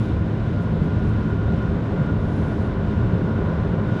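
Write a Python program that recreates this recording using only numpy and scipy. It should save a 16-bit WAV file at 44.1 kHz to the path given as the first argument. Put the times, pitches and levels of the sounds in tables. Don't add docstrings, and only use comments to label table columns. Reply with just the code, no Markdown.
import sys
import numpy as np
from scipy import signal
from scipy.fft import irfft
from scipy.io import wavfile
from scipy.ndimage import uniform_filter1d

SR = 44100
rng = np.random.default_rng(int(sys.argv[2]) if len(sys.argv) > 2 else 0)


def unload_audio(sound):
    columns = np.transpose(np.atleast_2d(sound))
    steps = np.round(np.clip(columns, -1, 1) * 32767)
    wavfile.write(sys.argv[1], SR, steps.astype(np.int16))


N = 176400


def undb(db):
    return 10 ** (np.asarray(db) / 20)


def noise(gain):
    x = irfft(gain * np.exp(2j * np.pi * rng.random(N // 2 + 1)), N)
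    return x / np.std(x)


def coloured(points):
    hz, db = np.array(points, float).T
    freqs = np.maximum(np.fft.rfftfreq(N, 1 / SR), 1)
    return noise(undb(np.interp(np.log(freqs), np.log(hz), db)))


def ringing(hz, width_hz, steady_s=0.36):
    freqs = np.maximum(np.fft.rfftfreq(N, 1 / SR), 1)
    detuning = (freqs / hz - hz / freqs) * hz / width_hz / 2
    ring = noise(1 / (1 + 2 * detuning ** 2))
    window = int(steady_s * SR)
    power = uniform_filter1d(uniform_filter1d(ring ** 2, window), window // 2)
    return ring / np.sqrt(power + 1e-9)


def resonances(rows):
    return sum(undb(db) * ringing(hz, width) for hz, width, db in rows)


def walk(per_s):
    hold = max(int(SR / per_s), 2)
    steps = np.repeat(rng.standard_normal(N // hold + 1), hold)
    drift = uniform_filter1d(uniform_filter1d(steps, hold), hold)[:N]
    return (drift - drift.mean()) / drift.std()


def curve(t, points):
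    return undb(np.interp(t, *np.array(points, float).T))


def humps(t, rows):
    return sum(undb(db) * np.cos(np.pi * np.clip((t - s) / length, -.5, .5)) for s, length, db in rows)


def rustles(t, grain_db=1.0, grains_per_s=180):
    # middle_s, length_s, level_db
    strokes = [(.03, .19, -64.5), (.622, .1, -67.5), (.842, .095, -69), (1.085, .11, -67), (1.31, .1, -71),
               (2.41, 0.52, -65), (2.642, .15, -68)]
    # freq_hz, relative_db
    brush_eq = [(2000, -26), (4500, -1), (6500, 1), (8300, -3.5), (10000, -4), (10900, -0.5), (12000, -10)]
    return humps(t, strokes) * coloured(brush_eq) * undb(grain_db * walk(grains_per_s))


def airstream(t, hiss_db=-50.5):
    # freq_hz, relative_db
    hiss_eq = [(600, -7), (1500, 1), (2500, 2), (3100, -0.5), (3700, -1.2), (4500, -8), (5300, -12),
               (6200, -14.8), (7400, -19), (8800, -24), (11500, -30), (14000, -43)]
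    # pitch_hz, width_hz, level_db
    hiss_peaks = [(2800, 110, -67), (3030, 63, -65), (3566, 130, -66.5), (3874, 60, -73),
                  (5250, 140, -75.5)]
    # time_s, gain_db
    swell = [(0, 1), (.1, 1.5), (.22, -1.5), (.5, 0.5), (.73, -1), (.85, .3), (1.22, 0.5), (1.4, -1.2),
             (1.55, 1), (1.77, -0.5), (2.05, 0.5), (2.2, -1.7), (2.4, .3), (2.68, -0.2), (2.77, -1.5),
             (2.9, 1), (3.1, -0.1), (3.42, -0.5), (3.6, 0), (3.83, -1.5), (3.93, 1.5), (4, 3.5)]
    hiss = undb(hiss_db) * coloured(hiss_eq) + resonances(hiss_peaks)
    return hiss * curve(t, swell)


def tread_whine(t, flutter_db=3, wander_hz=9, flutter_per_s=45):
    # time_s, pitch_hz
    glide = [(0, 1426), (.5, 1415), (1.1, 1423), (1.6, 1423), (2.05, 1417), (2.9, 1421), (3.3, 1429),
             (3.7, 1428), (3.95, 1448)]
    # time_s, level_db
    swell = [(0, -60), (.12, -48), (.28, -52.5), (.47, -47), (.61, -43), (.69, -48.5), (.88, -48.5),
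             (.96, -48.5), (1.1, -47.5), (1.2, -51), (1.3, -43.5), (1.66, -44), (1.78, -65), (1.93, -55),
             (2.01, -46), (2.1, -43), (2.2, -51), (2.45, -49.5), (2.7, -53), (2.8, -53.5), (2.98, -46),
             (3.15, -46), (3.45, -46.5), (3.68, -51.5), (3.8, -45), (3.88, -47.5), (3.95, -41), (4, -46)]
    pitch_hz = np.interp(t, *np.array(glide, float).T) + wander_hz * walk(flutter_per_s)
    tone = np.sqrt(2) * np.sin(2 * np.pi * np.cumsum(pitch_hz) / SR)
    return tone * undb(flutter_db * walk(flutter_per_s)) * curve(t, swell)


def tyres(t, roar_db=-36.5, wheel_hz=8.7, throb_db=0.6, patchy_db=0.43):
    # freq_hz, relative_db
    roar_eq = [(30, -43), (150, -24), (300, -1), (450, 3.5), (580, 3), (800, -3), (1050, -2.5),
               (1250, -5.5), (1500, -6), (1850, -11.5), (2300, -20), (3000, -28), (5000, -66.5)]
    # pitch_hz, width_hz, level_db
    panel_modes = [(370.5, 4.1, -50.5), (400.3, 28.3, -38), (513.5, 50, -43.5), (662, 20, -56)]
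    # pitch_hz, width_hz, level_db
    tread_bands = [(966, 45, -49.5), (1027, 18, -51), (1122, 37, -54.5), (1450, 69, -51.5), (1530, 34, -54),
                   (2040, 30, -63.5), (2320, 33, -66.5)]
    roar_rise_db_per_s, panel_rise_db_per_s = 0.93, 1.55
    from_middle_s = t - t.mean()
    roar = undb(roar_db) * coloured(roar_eq)
    panels = undb(panel_rise_db_per_s * from_middle_s) * resonances(panel_modes)
    tread = resonances(tread_bands)
    whine = tread_whine(t)
    throb = undb(throb_db * np.sin(2 * np.pi * wheel_hz * t))
    rolling = undb(roar_rise_db_per_s * from_middle_s) * (roar + throb * tread)
    return (rolling + panels + throb * whine) * undb(patchy_db * walk(per_s=10))


def bumps(t, attack_s=0.0038):
    # start_s, pitch_hz, t60_s, level_db
    knocks = [(0.084, 118, 0.079, -21), (0.814, 154, 0.097, -7), (1.075, 103, 0.1, -16),
              (1.265, 105.6, 0.27, -17), (1.691, 97, 0.29, -14.5), (2.013, 140, .07, -3.5),
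              (3.024, 114, 0.19, -14), (3.124, 155, 0.11, -15)]
    thuds = np.zeros(N)
    for start_s, pitch_hz, t60_s, level_db in knocks:
        age = np.maximum(t - start_s, 0)
        attack = 1 - np.exp(-age / attack_s)
        decay = np.exp(-np.log(1000) * age / t60_s)
        thuds += undb(level_db) * attack * decay * np.sin(2 * np.pi * pitch_hz * age)
    return thuds


def road_rumble(t, rumble_db=-23):
    # freq_hz, relative_db
    rumble_eq = [(15, -38.5), (22, -38), (30, -17), (39, -6.5), (58, -7), (75, -5), (110, -0.5),
                 (140, -7.5), (175, -3), (198, -13), (240, -15), (290, -12), (350, -16), (460, -23.5),
                 (700, -27), (1500, -69.5), (6000, -83)]
    # pitch_hz, width_hz, level_db
    cabin_modes = [(75.6, 7, -34.5), (103.6, 15, -31)]
    # time_s, gain_db
    boom_swell = [(0, 6), (.4, 0.5), (.58, -4), (1.25, 4.5), (1.7, 2), (1.9, -2), (2.55, -1), (3.08, 5.5),
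                  (3.35, 4), (4, -4)]
    # pitch_hz, width_hz, level_db
    body_modes = [(156.8, 3.5, -36.5), (167.2, 11, -35.5), (257, 26, -40), (309.7, 3.7, -42.5)]
    # pitch_hz, width_hz, level_db
    tyre_air_modes = [(206.04, 1.7, -33), (218.4, 1.7, -33)]
    # middle_s, length_s, level_db
    rough_patches = [(0.824, 0.33, -28.5), (2.097, 0.17, -28.5), (2.372, 0.074, -22), (3.148, 0.29, -24),
                     (3.775, 0.36, -28.5)]
    # freq_hz, relative_db
    drumming_eq = [(30, -62.5), (100, -32.5), (150, 4.5), (175, 4), (240, -9.5), (410, -9.5), (600, -25.5),
                   (3000, -100)]
    rumble = undb(rumble_db) * coloured(rumble_eq)
    boom = resonances(cabin_modes) * curve(t, boom_swell)
    drone = resonances(body_modes) + resonances(tyre_air_modes)
    drumming = humps(t, rough_patches) * coloured(drumming_eq)
    return rumble + boom + drone + drumming


def scene():
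    t = np.arange(N) / SR
    return (road_rumble(t) + bumps(t) + tyres(t) + airstream(t) + rustles(t))[None]


def record(dry):
    top_hz = 11700
    return signal.sosfilt(signal.ellip(8, .2, 70, top_hz, fs=SR, output="sos"), dry)


dry = scene()
out = record(dry)
unload_audio(out)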